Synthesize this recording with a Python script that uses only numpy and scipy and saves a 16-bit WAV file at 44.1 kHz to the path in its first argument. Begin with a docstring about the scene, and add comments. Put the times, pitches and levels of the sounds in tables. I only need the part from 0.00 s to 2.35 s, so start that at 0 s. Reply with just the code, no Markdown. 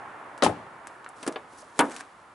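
"""A car's front door swings shut, to the left: its latch catches in a quick run of impacts, each of
which excites the damped modes of the door. A hand pulls the rear door's handle, which creaks by
stick-slip friction; the latch lets go with a clunk, and the door swings open with a soft rub and a
few ticks. The yard returns a faint reverberation, and the tyre noise of far-off traffic fades away."""
import sys
import numpy as np
from scipy import signal
from scipy.fft import rfft, irfft, next_fast_len
from scipy.io import wavfile
from scipy.ndimage import uniform_filter1d

SR = 44100
rng = np.random.default_rng(int(sys.argv[2]) if len(sys.argv) > 2 else 0)


def store_wav(level_fs):
    """Save 16-bit WAV to argv[1]."""
    pcm = np.round(np.clip(np.atleast_2d(level_fs), -1, 1) * 32767)
    wavfile.write(sys.argv[1], SR, pcm.T.astype(np.int16))


N = 103502
TIME = np.arange(N) / SR
BANDS_HZ = 32 * 2 ** (np.arange(26) / 3)
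IMPACT_HZ = (90, 280, 750, 1500, 3500, 9500)
ATTACK_S, ATTACK_CYCLES = 0.0004, 0.83

# Impacts of shutting: (time [s], octave level [dB] at each of IMPACT_HZ)
SHUT_IMPACTS = [(0.4230, -70, -14, -21.5, -21, -21.5, -36.5), (0.4303, -56, -27, -24, -28, -26, -49),
                (0.4352, -27, -29.5, -13, -27, -27, -25.5), (0.4455, -33, -21, -49, -19, -24, -30.5),
                (0.4630, -23.5, -22, -22.5, -23, -28.5, -52), (0.4930, -24, -31, -27, -39, -68, -60)]
# Dense ring: (frequency [Hz], contact T60 [s], body T60 [s], body level [dB])
FRONT_DECAY = [(91, 0.18, 1, -20.5), (267, 0.048, 0.3, -7), (790, 0.076, 0.25, -4),
               (1620, 0.0099, 0.17, -8), (3620, 0.059, 0.11, -9.5), (9700, 0.075, 0.15, -3)]
# Panel modes: (frequency [Hz], level relative to the impact [dB])
FRONT_PANEL = [(118, -6.5), (187, -6), (262, -8.5), (298, -6), (348, -6.5), (395, -9.5), (560, -7.5),
               (720, -11), (799, -8.5), (1060, -8), (1280, -5), (3015, -11.5), (3658, -9.5), (4607, -8)]
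# Latch parts hitting their stops: (time [s], frequency [Hz], level [dB], T60 [s])
FRONT_LATCH = [(0.4236, 1307, -7.5, 0.011), (0.4303, 1410, -9.5, 0.018), (0.4355, 553, -12.5, 0.042),
               (0.4632, 830, -5, 0.031), (0.5235, 800, -26, .025)]
# Direction: (frequency [Hz], left minus right [dB])
FRONT_BALANCE = [(100, -2), (300, 3), (750, 5.5), (2500, 5), (9000, .3)]
# Likeness of left and right: (frequency [Hz], coherence [0-1])
FRONT_COHERENCE = [(200, 1), (900, 0.72), (3500, 0.26), (9000, 0.74)]
def front_door():
    """Impact excitation: the door meets its seal and latches, and each blow sets it vibrating."""
    ring = dense_ring(SHUT_IMPACTS, FRONT_DECAY, FRONT_COHERENCE, FRONT_BALANCE, yard_db=-28.5)
    modes = panel(SHUT_IMPACTS, FRONT_PANEL, FRONT_BALANCE) + knocks(FRONT_LATCH, FRONT_BALANCE)
    return from_db(-2) * ring + modes + cracks(SHUT_IMPACTS, FRONT_BALANCE, level_db=-7.5)


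# Impacts of the handle's linkage, then of the latch letting go:
# (time [s], octave level [dB] at 280, 750, 1500, 3500, 9500 Hz)
PULL_IMPACTS = [(1.2288, -43.5, -42, -37.5, -43, -38.5), (1.2650, -33, -34.5, -35, -43.5, -37),
                (1.2762, -26, -30, -35, -37, -28), (1.3590, -44.5, -28.5, -37.5, -32.5, -81)]
RELEASE_IMPACTS = [(1.7910, -18, -18.5, -14.5, -30.5, -17.5), (1.7950, -19.5, -47, -24, -20, -68),
                   (1.804, -43, -16, -19.5, -35, -54), (1.8073, -54, -40, -38, -67, -24),
                   (1.833, -32, -24.5, -39, -71, -66)]
# Dense ring: (frequency [Hz], contact T60 [s], body T60 [s], body level [dB])
REAR_DECAY = [(90, 0.038, 0.31, -20.5), (275, 0.087, 0.39, -7), (816, 0.039, .25, -6.5),
              (2920, 0.047, 0.083, -5), (9150, 0.035, 0.1, -27)]
# Panel modes: (frequency [Hz], level relative to the impact [dB])
REAR_PANEL = [(290, -4.5), (347, -5.5), (410, -8), (517, -7), (632, -9.5), (943, -7.5), (1025, -10),
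              (1238, -10), (1370, -21), (1480, -10), (1715, -7)]
# Latch parts hitting their stops: (time [s], frequency [Hz], level [dB], T60 [s])
REAR_LATCH = [(1.2785, 292, -19, 0.044), (1.2800, 625, -34, 0.22), (1.3595, 457, -23, 0.039),
              (1.3595, 1680, -34, 0.06), (1.3620, 776, -33, 0.081), (1.6280, 620, -40, .06),
              (1.7915, 271.7, -12.5, 0.061), (1.8041, 948, -11, 0.07)]
# Direction: (frequency [Hz], left minus right [dB])
REAR_BALANCE = [(200, -0.8), (2000, 1), (9000, 1)]
# Likeness of left and right: (frequency [Hz], coherence [0-1])
REAR_COHERENCE = [(200, 1), (1200, 0.83), (5000, 0.82)]
def rear_door():
    """Impact excitation: the handle takes up its linkage, the latch lets go, and the door rings."""
    impacts = PULL_IMPACTS + RELEASE_IMPACTS
    ring = dense_ring(impacts, REAR_DECAY, REAR_COHERENCE, REAR_BALANCE, yard_db=-28.5)
    modes = panel(impacts, REAR_PANEL, REAR_BALANCE) + knocks(REAR_LATCH, REAR_BALANCE)
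    pull = cracks(PULL_IMPACTS, REAR_BALANCE, level_db=-6.5)
    release = cracks(RELEASE_IMPACTS, REAR_BALANCE, level_db=-4.5)
    return ring + modes + pull + release


def impact_db(levels, hz, bass_edge_hz=145):
    """Radiation loss: an impact's spectrum falls below its lowest column, and again in the deep bass."""
    columns_hz = IMPACT_HZ[-len(levels):]
    fall_db = 9 * np.maximum(np.log2(columns_hz[0] / hz), 0)
    return at_hz(zip(columns_hz, levels), hz) - fall_db - 10 * np.log10(1 + (bass_edge_hz / hz) ** 4)


def dense_ring(impacts, decays, coherence, balance, yard_db):
    """Modal overlap: countless modes merge into noise; contact, body and yard echo add in power."""
    out, t = np.zeros((2, N)), TIME[:SR]
    for hz in BANDS_HZ:
        contact_t60, body_t60, body_db = (at_hz(decays, hz, column) for column in (1, 2, 3))
        body = from_db(body_db) * decay(t, body_t60)
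        yard_t60 = 0.8 / np.sqrt(1 + hz / 5000)
        yard = from_db(yard_db) * decay(t, yard_t60) * (1 - np.exp(-t / 0.035))
        envelope = decay(t, contact_t60) ** 2 + body ** 2 + yard ** 2
        envelope *= 1 - np.exp(-(t / (ATTACK_S + ATTACK_CYCLES / hz)) ** 2)
        envelope *= from_db(-3 / (1 + (hz / 800) ** 2)) ** 2  # low down, a few strong modes take over
        power = np.zeros(N)
        for start, *levels in impacts:
            add(power, start, envelope * from_db(impact_db(levels, hz)) ** 2)
        out += np.sqrt(power / 3) * panned(balance, hz) * band_noise(hz, coherence, evenness=0.33)
    return out


def panel(impacts, modes, balance):
    """Free vibration: each impact rings the panel's strong modes, and the higher ones die sooner."""
    out, t = np.zeros((2, N)), TIME[:SR // 2]
    for hz, db in modes:
        t60 = 0.18 * (300 / hz) ** 0.32
        mode = np.sin(2 * np.pi * hz * t) * decay(t, t60) * (1 - np.exp(-2 * hz * t))
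        tone = panned(balance, hz) * trimmed_below(mode, hz)
        for start, *levels in impacts:
            add(out, start, tone * from_db(db + impact_db(levels, hz)))
    return out


def knocks(parts, balance, rise_s=0.00076):
    """Damped oscillation: each struck latch part rings briefly at its natural frequency."""
    out, t = np.zeros((2, N)), TIME[:SR // 4]
    for start, hz, db, t60 in parts:
        note = np.sin(2 * np.pi * hz * t) * decay(t, t60) * (1 - np.exp(-t / rise_s))
        add(out, start, from_db(db) * panned(balance, hz) * trimmed_below(note, hz))
    return out


def trimmed_below(note, hz):
    """High-pass: a ringing part gives off little below its own note."""
    return signal.sosfilt(signal.butter(2, hz / 2, "high", fs=SR, output="sos"), note)


def cracks(impacts, balance, level_db, size=2048):
    """Contact transient: each impact begins with one minimum-phase pulse shaped by its spectrum."""
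    out, hz = np.zeros((2, N)), np.maximum(np.fft.rfftfreq(size, 1 / SR), 10)
    for start, *levels in impacts:
        gain = from_db(impact_db(levels, hz) + level_db) * np.sqrt(SR * 50 / hz)
        cepstrum = irfft(np.log(gain * panned(balance, hz)))
        cepstrum[:, 1:size // 2] *= 2  # folding onto positive time makes the pulse causal
        cepstrum[:, size // 2 + 1:] = 0
        add(out, start + ATTACK_S, irfft(np.exp(rfft(cepstrum))))
    return out


# Light contacts: (time [s], octave level [dB] at 1500, 3500, 9500 Hz)
TICK_IMPACTS = [(0.3780, -42, -51.5, -46), (0.8708, -34.5, -49.5, -39), (1.0450, -42, -53, -56.5),
                (1.0628, -29.5, -52.5, -73), (1.0895, -62, -66, -42.5), (1.3245, -46, -48, -47),
                (1.9165, -35, -50, -41), (1.9638, -37, -38, -37), (2.0085, -30.5, -47.5, -45.5)]
# Dense ring: (frequency [Hz], contact T60 [s], body T60 [s], body level [dB])
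TICK_DECAY = [(1500, 0.0081, 0.19, -13.5), (9500, 0.0072, 0.038, -4)]
def ticks():
    """Light impacts: fingers and door fittings excite mainly high, short-lived modes."""
    ring = dense_ring(TICK_IMPACTS, TICK_DECAY, REAR_COHERENCE, REAR_BALANCE, yard_db=-22.5)
    return ring + cracks(TICK_IMPACTS, REAR_BALANCE, level_db=-2)


# Strength of the creak: (time [s], level [dB])
CREAK_LEVEL = [(1.571, -55), (1.585, -44.5), (1.626, -50)]
# Its spectrum: (frequency [Hz], octave level [dB])
CREAK_SPECTRUM = [(40, -52), (3800, -12), (5200, -1), (10000, -0.5)]
def handle_creak(slips_per_s=220, jitter=0.061):
    """Stick-slip friction: the held handle gives a short, fairly even run of bright ticks."""
    slips = CREAK_LEVEL[0][0] + np.cumsum(1 + jitter * rng.standard_normal(size=40)) / slips_per_s
    bursts = np.zeros(N)
    for start in slips[slips < CREAK_LEVEL[-1][0]]:
        add(bursts, start, decay(TIME[:SR // 20], t60=0.0085))
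    return bursts * in_time(CREAK_LEVEL) * shaped_noise(CREAK_SPECTRUM, REAR_COHERENCE)


# Rub of the opening door: (time [s], level [dB])
SWING_LEVEL = [(1.84, -62), (1.9, -53.5), (2.01, -50), (2.025, -77), (2.25, -79)]
# Its spectrum: (frequency [Hz], octave level [dB])
SWING_SPECTRUM = [(40, -43), (1500, 2.5), (3000, -11), (8000, -2), (11000, -7)]
def door_swing():
    """Sliding friction: the rear door rubs with a coarse grain as it swings out."""
    return rub(SWING_LEVEL, SWING_SPECTRUM, rough_db=5)


# Rub of hand and sleeve: (time [s], level [dB])
HAND_LEVEL = [(1.16, -64.5), (1.24, -57), (1.42, -91), (1.53, -61.5), (1.74, -68), (1.79, -49.5)]
# Its spectrum: (frequency [Hz], octave level [dB])
HAND_SPECTRUM = [(40, -31), (400, 4), (2000, -6.5), (9500, 0)]
def hand_rustle():
    """Sliding friction: hand and sleeve make a smooth, broadband rustle."""
    return rub(HAND_LEVEL, HAND_SPECTRUM, rough_db=1.5)


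def rub(level, spectrum, rough_db):
    """Amplitude modulation: friction noise catches and slips a few hundred times a second."""
    grain = uniform_filter1d(rng.standard_normal(N), size=130)
    roughness = from_db(rough_db * grain / grain.std())
    touching = uniform_filter1d(1. * (TIME > level[0][0]) * (TIME < level[-1][0]), size=400)
    return touching * in_time(level) * roughness * shaped_noise(spectrum, REAR_COHERENCE)


# Fading traffic: (time [s], level [dB])
TRAFFIC_LEVEL = [(0.0, -41.5), (1.43, -49.5), (2.35, -52)]
# Spectra of the tyres and of the hiss: (frequency [Hz], octave level [dB])
TYRE_SPECTRUM = [(30, -53), (60, -53), (110, -21), (170, -22.5), (300, -13.5), (550, -10.5), (900, -0.5),
                 (1400, -2.5), (2200, -11.5), (4500, -33), (10000, -31)]
HISS_SPECTRUM = [(30, -87), (110, -71.5), (1000, -82), (3000, -69), (6000, -74), (9500, -70)]
# Likeness of left and right: (frequency [Hz], coherence [0-1])
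AIR_COHERENCE = [(250, 1), (700, 0.93), (1500, 0.58), (9000, 0.65)]
def distant_traffic():
    """Rolling noise: far-off tyres fade, slightly to the right, over a faint steady hiss."""
    tyres = in_time(TRAFFIC_LEVEL) * shaped_noise(TYRE_SPECTRUM, AIR_COHERENCE)
    return tyres * from_db([[-.6], [.6]]) + shaped_noise(HISS_SPECTRUM, AIR_COHERENCE)


def shaped_noise(spectrum, coherence):
    """Power summation: three independent bands make up each octave of a steady noise."""
    return sum(from_db(at_hz(spectrum, hz)) * band_noise(hz, coherence) for hz in BANDS_HZ) / np.sqrt(3)


def band_noise(hz, coherence, evenness=0):
    """Partial coherence: mid and side noise form a stereo third-octave band of unit rms."""
    length = next_fast_len(N)
    octaves = np.log2((np.arange(length // 2 + 1) * SR / length + 1) / hz)
    passband = np.cos(np.clip(3 * octaves, -1, 1) * np.pi / 2)
    white = rng.standard_normal((2, 2, len(passband)))
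    analytic = np.fft.ifft((white[0] + 1j * white[1]) * passband, length)[:, :N]
    noise = (analytic / (abs(analytic) + 1e-15) ** evenness).real  # evenness flattens chance swells
    mid, side = noise / noise.std(axis=1, keepdims=True)
    alike = np.clip(at_hz(coherence, hz), 0, .995)
    return np.sqrt((1 + alike) / 2) * mid + np.sqrt((1 - alike) / 2) * np.array([side, -side])


def from_db(db):
    """Amplitude ratio of a level in decibels."""
    return 10 ** (np.asarray(db) / 20)


def decay(t, t60):
    """Exponential damping: 60 dB in t60 seconds."""
    return from_db(-60 * t / t60)


def at_hz(points, hz, column=1):
    """Interpolation of a table column on a log-frequency axis."""
    points = np.array(list(points))
    return np.interp(np.log(hz), np.log(points[:, 0]), points[:, column])


def in_time(levels):
    """Amplitude envelope of a level curve."""
    return from_db(np.interp(TIME, *np.transpose(levels)))


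def panned(balance, hz):
    """Interchannel level difference: left and right gain at a frequency."""
    return from_db(at_hz(balance, hz) * np.array([[.5], [-.5]]))


def add(out, start_s, sound):
    """Superposition of a delayed sound."""
    start = int(start_s * SR)
    out[..., start:start + sound.shape[-1]] += sound[..., :N - start]


def scene():
    """Superposition: the doors, the hand and the traffic add in pressure."""
    doors = front_door() + rear_door() + door_swing()
    return doors + ticks() + handle_creak() + hand_rustle() + distant_traffic()


def record(dry, cutoff_hz=11000):
    """Band limiting: an elliptic low-pass cuts the top steeply."""
    return signal.sosfilt(signal.ellip(10, .2, 70, cutoff_hz, fs=SR, output="sos"), dry)


dry = scene()
out = record(dry)
store_wav(out)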